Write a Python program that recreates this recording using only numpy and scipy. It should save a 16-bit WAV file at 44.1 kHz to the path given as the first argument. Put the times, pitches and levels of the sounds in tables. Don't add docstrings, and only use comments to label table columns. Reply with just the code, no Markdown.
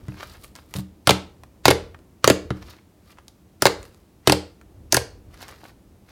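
import sys
import numpy as np
from scipy import signal
from scipy.io import wavfile
from scipy.ndimage import uniform_filter1d

SR = 44100
rng = np.random.default_rng(int(sys.argv[2]) if len(sys.argv) > 2 else 0)


def elevation(decibels):
    levels = np.asarray(decibels, float)
    return 10 ** (levels / 20)


def store_wav(level_fs):
    pcm = np.round(np.clip(np.atleast_2d(level_fs), -1, 1) * 32767)
    wavfile.write(sys.argv[1], SR, pcm.T.astype(np.int16))


N = 269430


def read(points, hz):
    f, value = np.transpose(points)
    return np.interp(np.log(hz + 1), np.log(f + 1), value)


def evened(x):
    return x / np.sqrt(np.mean(x ** 2) + 1e-20)


def peaked(x):
    return x / np.max(abs(x))


def add(mix, s, sound):
    part = mix[round(s * SR):][:len(sound)]
    part += sound[:len(part)]


def colour(x, points):
    hz = abs(np.fft.fftfreq(4096, 1 / SR))
    log_gain = np.log(elevation(np.maximum(read(points, hz), -80)))
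    phase = -signal.hilbert(log_gain).imag
    taps = np.fft.ifft(np.exp(log_gain + 1j * phase)).real[:2048]
    return signal.oaconvolve(x, taps)[:len(x)]


def ring(x, hz, width_hz):
    r = np.exp(-np.pi * width_hz / SR)
    return signal.lfilter([1 - r], [1, -2 * r * np.cos(2 * np.pi * hz / SR), r * r], x)


def band(x, lo_hz, hi_hz):
    return signal.sosfilt(signal.butter(2, [lo_hz, hi_hz], "bandpass", fs=SR, output="sos"), x)


# [f/Hz, level/dB per Hz]
HUSH_SPECTRUM = [(12, -56), (20, -25), (74, 2), (154, -10), (187, -5.5), (270, -11), (310, -7.5),
                 (472, -20.5), (607, -19), (1660, -31), (1960, -31), (3740, -34.5), (16000, -38.5)]
HUSH_DB = -54.5
# [t/s, level/dB]
ARM_SWAY = [(0.0, -36), (0.19, -43.5), (0.51, -47.5), (1.0, -52.5), (1.411, -45.5), (1.581, -54),
            (1.819, -38), (2.21, -59), (2.43, -39), (2.67, -41), (2.8, -68), (3.55, -63), (3.81, -37.5),
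            (4.051, -67.5), (4.6, -52.5), (4.8, -39), (5.45, -44), (6.11, -58)]
UPPER_DB, UPPER_FOLLOW = -59, .4


def hush():
    still = elevation(HUSH_DB) * evened(colour(rng.standard_normal(N), HUSH_SPECTRUM))
    sway_db = np.interp(np.arange(N) / SR, *np.transpose(ARM_SWAY))
    a, b = rng.standard_normal((2, N))
    low = elevation(sway_db - 7) * evened(band(band(a, 35, 120), 35, 120))
    upper = elevation(UPPER_DB + UPPER_FOLLOW * (sway_db + 48.5)) * evened(band(b, 120, 420))
    return still + low + upper


# [f/Hz, t60/s]
ROOM_DECAY = [(80, 0.7), (250, 0.51), (600, 0.31), (1500, 0.36), (4000, 0.33), (8000, 0.28), (14000, 0.18)]


def tail():
    taps = np.zeros(SR)
    count = SR // 20 - 1
    spots = np.arange(0, SR - 20, 20) + rng.integers(0, 20, count)
    taps[spots] = rng.choice([-1., 1.], count)
    hz, t, z = signal.stft(taps, SR, nperseg=256)
    decay = elevation(-60 * t / read(ROOM_DECAY, hz)[:, None])
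    late = signal.istft(z * decay, SR, nperseg=256)[1]
    late *= 1 - np.exp(-np.arange(len(late)) / SR / 0.008)
    return late / np.linalg.norm(late)


# [t/s, level/dB]
NEAR_ECHOES = [
    (.0011, -32.5),
    (.0037, -26),
]
MOVE_S = .11


def room(x):
    out = np.zeros(N)
    turn = np.pi * np.arange(N) / SR / MOVE_S
    for k in range(3):
        late = band(tail(), 330, 19500)
        t = np.arange(len(late)) / SR
        scatter = rng.standard_normal(len(t)) * elevation(-60 * t / 0.043) * (t > .0008)
        reply = elevation(-15) * late + elevation(-8.0) * scatter / np.linalg.norm(scatter)
        for s, db in NEAR_ECHOES:
            reply[round(s * SR)] += elevation(db)
        window = np.sqrt(2 / 3) * np.cos(turn + k * np.pi / 3)
        out += signal.oaconvolve(x * window, reply)[:N]
    return out


# [f/Hz, level/dB, t60/s]
TABLE_MODES = [(82.3, -7, 0.43), (123, -0.5, 0.18), (188.5, -4.5, .3), (302, -3, 0.31), (388, -14.5, 0.22),
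               (440, -15, 0.1)]


def table(pushes, pockets):
    t = np.arange(SR // 2) / SR
    modes = sum(elevation(db - 60 * t / t60) * np.sin(2 * np.pi * hz * t) for hz, db, t60 in TABLE_MODES)
    thump = 1.4 * np.exp(-t / 0.012) * np.sin(2 * np.pi * 140 * t)
    soft = peaked(band(modes + thump, 78, 280))
    pushed = signal.oaconvolve(pushes, soft)[:N]
    shaken = elevation(-43) * signal.oaconvolve(pockets, modes)[:N]
    return pushed + shaken


# [peak t/s, crackle level/dB, rise/s, fall/s, wetness/dB]; rise and fall span 20 dB
FOLDS = [(0.094, -76, 0.021, 0.027, 22), (0.206, -41.5, 0.05, 0.026, 7), (0.23, -43.5, 0.01, 0.028, 2),
         (0.362, -47, .4, 0.018, -0.5), (0.45, -47, 0.097, 0.058, -6), (0.556, -44, 0.0056, 0.028, 0),
         (0.58, -54.5, 0.02, 0.11, -1), (0.76, -39, 0.026, 0.043, 1.5), (0.799, -44, 0.091, 0.013, -8),
         (1.647, -58, 0.012, 0.011, 11.5), (2.237, -57.5, 0.011, .012, 15.5), (2.567, -69, 0.027, .022, 6),
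         (2.626, -47, 0.0099, 0.013, 5), (2.71, -47.5, 0.18, .1, 2.5), (3.115, -51, 0.091, 0.0307, -1),
         (3.186, -61, .028, 0.031, 12.5), (3.834, -54.5, 0.11, 0.24, -2), (4.265, -57.5, 0.036, 0.011, 9),
         (5.345, -52, .05, .02, -2), (5.43, -40, 0.06, 0.04, 2.5), (5.483, -42, .005, 0.064, 1),
         (5.535, -61.5, .08, .05, 12), (5.695, -51, .25, 0.036, 0.5), (6.095, -53, 0.042, .2, 2)]
# [f/Hz, level/dB per Hz]
FIZZ_SPECTRUM = [(710, -48.5), (1200, 5.5), (1590, -19.5), (2560, -13), (2830, -10.5), (4360, -4.5),
                 (5710, -7), (15300, -12), (16400, -20.5)]
BUBBLE_NOTES = [1100, 1600, 2300, 3300, 4500, 6500, 9500, 13000]
AIR_DB, AIR_PER_WET = -3.5, -0.8


def folding():
    clumps = elevation(2.8 * evened(uniform_filter1d(rng.standard_normal((2, N)), 300)))
    size = elevation(2.8 * np.minimum(rng.exponential(1, N), 5)) * rng.standard_normal(N)
    grains = size * (rng.random(N) < 16000 / SR)
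    dull_kind = len(BUBBLE_NOTES)
    kind = rng.integers(0, dull_kind + 1, N)
    notes = np.zeros(N)
    for k, hz in enumerate(BUBBLE_NOTES):
        notes += band(grains * (kind == k), hz / 1.6, hz * 1.6) * hz ** 0.25
    fizz = colour(notes * clumps[0], FIZZ_SPECTRUM)
    bright = evened(band(fizz, 1300, 6600))
    airy = evened(band(fizz, 5000, 16000))
    dull = evened(band(grains * (kind == dull_kind) * clumps[1], 300, 2100))

    s, db, rise_s, fall_s, wet_db = np.transpose(FOLDS)[:, :, None]
    steps = np.arange(0, N + 32, 32)
    late = steps / SR - s
    swells = elevation(db - 3.5 - 20 * np.maximum(-late / rise_s, late / fall_s))
    out = np.zeros(N)
    for layer, share_db in [(bright, 0 * wet_db), (dull, wet_db), (airy, AIR_DB + AIR_PER_WET * wet_db)]:
        level = (swells * elevation(share_db)).sum(0)
        out += layer * np.interp(np.arange(N), steps, level)
    return out


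# [f/Hz, level/dB per Hz]
CRACK_SPECTRUM = [(300, -22), (900, -8.5), (2000, 1.5), (4500, 7), (7000, 3), (11000, -2), (15500, -14)]


def crack(hz, tilt_db, chance, spread_s, width_hz, share):
    t = np.arange(len(chance)) / SR
    spray = chance * np.exp(-t / spread_s) * .17
    spray[0] = -1
    tilted = [(f, db + tilt_db * np.log2(f / 4000)) for f, db in CRACK_SPECTRUM]
    wide = colour(spray, tilted)
    return peaked(evened(wide) + share * evened(ring(wide, hz, width_hz)))


# [t/s, level/dB, f/Hz, dull part level/dB]
TICKS = [(0.0832, -29, 1360, -38), (0.1211, -45, 1250, -41), (0.2297, -45, 1560, -23),
         (0.2857, -36, 1270, -64), (0.4444, -27, 1450, -38.5), (0.5534, -21.5, 2110, -47),
         (0.5621, -25, 9060, -50), (0.5876, -44, 1300, -39), (0.7392, -12.5, 2855, -31),
         (0.7655, -15, 9570, -52), (0.7858, -22.5, 3290, -54.5), (1.435, -28.5, 2340, -36),
         (1.9451, -44.5, 1198, -35), (1.99, -39, 1670, -52), (2.571, -40, 1315, -44),
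         (3.1852, -39.5, 1266, -36.5), (3.2814, -23.5, 4777, -46), (3.8292, -24, 2274, -45.5),
         (3.8526, -29.5, 1440, -45.5), (3.9454, -36.5, 2135, -54), (4.6132, -36.5, 1227, -41.5),
         (5.3418, -32, 2210, -63), (5.3755, -36, 3000, -50), (5.4165, -32, 7000, -41),
         (5.4276, -25.5, 1215, -34), (5.4817, -23, 1350, -49), (5.5114, -31, 2020, -63),
         (5.5244, -46.5, 1643, -36), (5.6406, -29, 3960, -41), (5.6526, -47.5, 1260, -35)]
TICK_TILT_DB = 1.8


def ticks():
    out = np.zeros(N)
    t = np.arange(500) / SR
    chance = rng.standard_normal((len(TICKS), 500))
    for (s, db, hz, dull_db), a in zip(TICKS, chance):
        plop = peaked(band(a * np.exp(-t / .0022), 500, 1800))
        add(out, s + .0006, elevation(db - 3) * crack(hz, TICK_TILT_DB, a, .0004, 1400, .5))
        add(out, s, elevation(dull_db + 2.5) * plop)
    return out


def pocket(hz, chance):
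    t = np.arange(len(chance)) / SR
    wobble = 1 + .1 * evened(uniform_filter1d(chance, 45))
    slow_drop = hz * (.9 + .25 * np.exp(-t / .004))
    fast_drop = (1900 - hz) * np.exp(-t / .0007)
    turns = np.cumsum((slow_drop + fast_drop) * wobble) / SR
    swell = turns ** 2 * np.exp(-(turns / 2.1) ** 2) + .6 * np.exp(-turns / 1.5)
    slurp = evened(band(chance[::-1], 730, 2800)) * np.exp(-t / 0.0064)
    return peaked(-np.sin(2 * np.pi * turns) * peaked(swell) + 0.3 * slurp)


# [t/s, crack level/dB, crack f/Hz, pocket level/dB, pocket f/Hz]
POPS = [(1.0726, 5.5, 4900, -3.5, 1200), (1.0930, 8, 3340, -0.5, 800), (1.1085, -1, 4470, -6, 767),
        (1.6552, 10, 4800, 0, 589), (1.6811, -1.5, 4000, 3.5, 440), (1.7042, -2.5, 3200, -8.5, 500),
        (2.2435, 3, 4000, -3, 1100), (2.2763, 7, 5716, 1.5, 440), (2.3003, 0.5, 4710, 0.26, 464.4),
        (2.5050, -23, 2505, -18, 1200), (3.6221, 6.5, 4720, -5.5, 1250), (3.6552, 3.5, 4210, 2.5, 402),
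        (3.6691, -1.5, 4520, -4, 870), (4.2734, 7.5, 4020, 0, 430), (4.2974, 1.7, 3527, -3, 446),
        (4.3220, 5, 4648, -9.5, 794), (4.9251, 5.5, 5890, -24.5, 751), (4.9437, 4.5, 7405, -25, 896),
        (4.9680, 1, 4760, -18, 1117)]
# [t/s, crack level/dB, pocket level/dB, pocket f/Hz]
TEARS = [(1.0761, -8.5, -4.5, 547), (1.0968, -4, -7.5, 506), (1.1060, -3.5, -7.5, 440),
         (1.6825, 1, -20.5, 910), (1.7060, -4.5, -17, 615), (1.7103, -1.5, -1, 478.8),
         (2.3038, -9, -16.5, 501), (3.6240, -9.5, -12.5, 518), (3.6650, -1, -15, 596),
         (4.2770, -3, -13.5, 352.4), (4.3252, -8.5, -5.5, 471), (4.9236, 1, -25, 781),
         (4.9281, -8.5, -9.5, 563), (4.9455, 2, -5.5, 1500), (4.9712, -7.5, -6.5, 476)]
TEAR_HZ = 4900
# [t/s, boom level/dB, knock level/dB, knock f/Hz]
THUDS = [(0.0835, -23.5, -39, 290), (0.753, -26.5, -33, 302), (0.764, -23, -36.5, 494.5),
         (.785, -20.5, -33, 388), (1.074, -15.5, -16.5, 330), (1.095, -17, -12, 340.6),
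         (1.111, -17, -12.5, 300), (1.655, -15.5, -12.5, 337.9), (1.68, -18, -15, 481),
         (1.703, -17.5, -13.5, 420), (2.242, -21, -13.5, 468.3), (2.276, -20, -11, 332.4),
         (2.303, -14.5, -10, 299), (2.505, -18, -17.5, 310), (3.624, -24.5, -10, 413.5),
         (3.656, -18.5, -12, 455.3), (4.275, -15.5, -8, 356.7), (4.297, -14.5, -9.5, 386.4),
         (4.323, -25.5, -8.5, 398), (4.926, -28, -19.5, 390.3), (4.945, -21, -16.5, 374),
         (4.969, -21.5, -17, 394), (5.634, -49, -34.5, 502)]
RIM_HZ, RIM_TILT_DB, RIM_TILT_SLOPE_DB = 4250, 1.54, 6.5


def pops():
    out, pushes, pockets = np.zeros(N), np.zeros(N), np.zeros(N)
    t = np.arange(900) / SR
    holes = POPS + [(s, db, TEAR_HZ, pocket_db, hz) for s, db, pocket_db, hz in TEARS]
    chance = rng.standard_normal((len(holes), 2, 1200))
    for (s, crack_db, crack_hz, pocket_db, pocket_hz), (a, b) in zip(holes, chance):
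        tilt_db = RIM_TILT_DB + RIM_TILT_SLOPE_DB * np.log2(crack_hz / RIM_HZ)
        creep = band(b[:900], 900, 6300) * np.exp((t - .02) / .008)
        add(out, s, elevation(crack_db) * crack(crack_hz, tilt_db, a, .0008, 2600, .45))
        add(out, s - .02, elevation(crack_db - 43.5) * creep)
        add(pockets, s, elevation(pocket_db) * pocket(pocket_hz, b))
    for (s, db, knock_db, knock_hz), a in zip(THUDS, rng.standard_normal((len(THUDS), 900))):
        knock = peaked(band(a * np.exp(-t / .004), knock_hz / 1.45, knock_hz * 1.45))
        add(pushes, s, elevation([db]))
        add(out, s, elevation(knock_db) * knock)
    return band(out + pockets, 84, 19000), table(pushes, pockets)


def scene():
    burst, boom = pops()
    slime = burst + ticks() + folding()
    return (slime + room(slime) + boom + hush())[None]


def low_pass(x):
    return signal.sosfilt(signal.butter(12, 16460, fs=SR, output="sos"), x)


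def record(dry):
    overloaded = np.clip(dry, -1, 1)
    return low_pass(overloaded)


dry = scene()
out = record(dry)
store_wav(out)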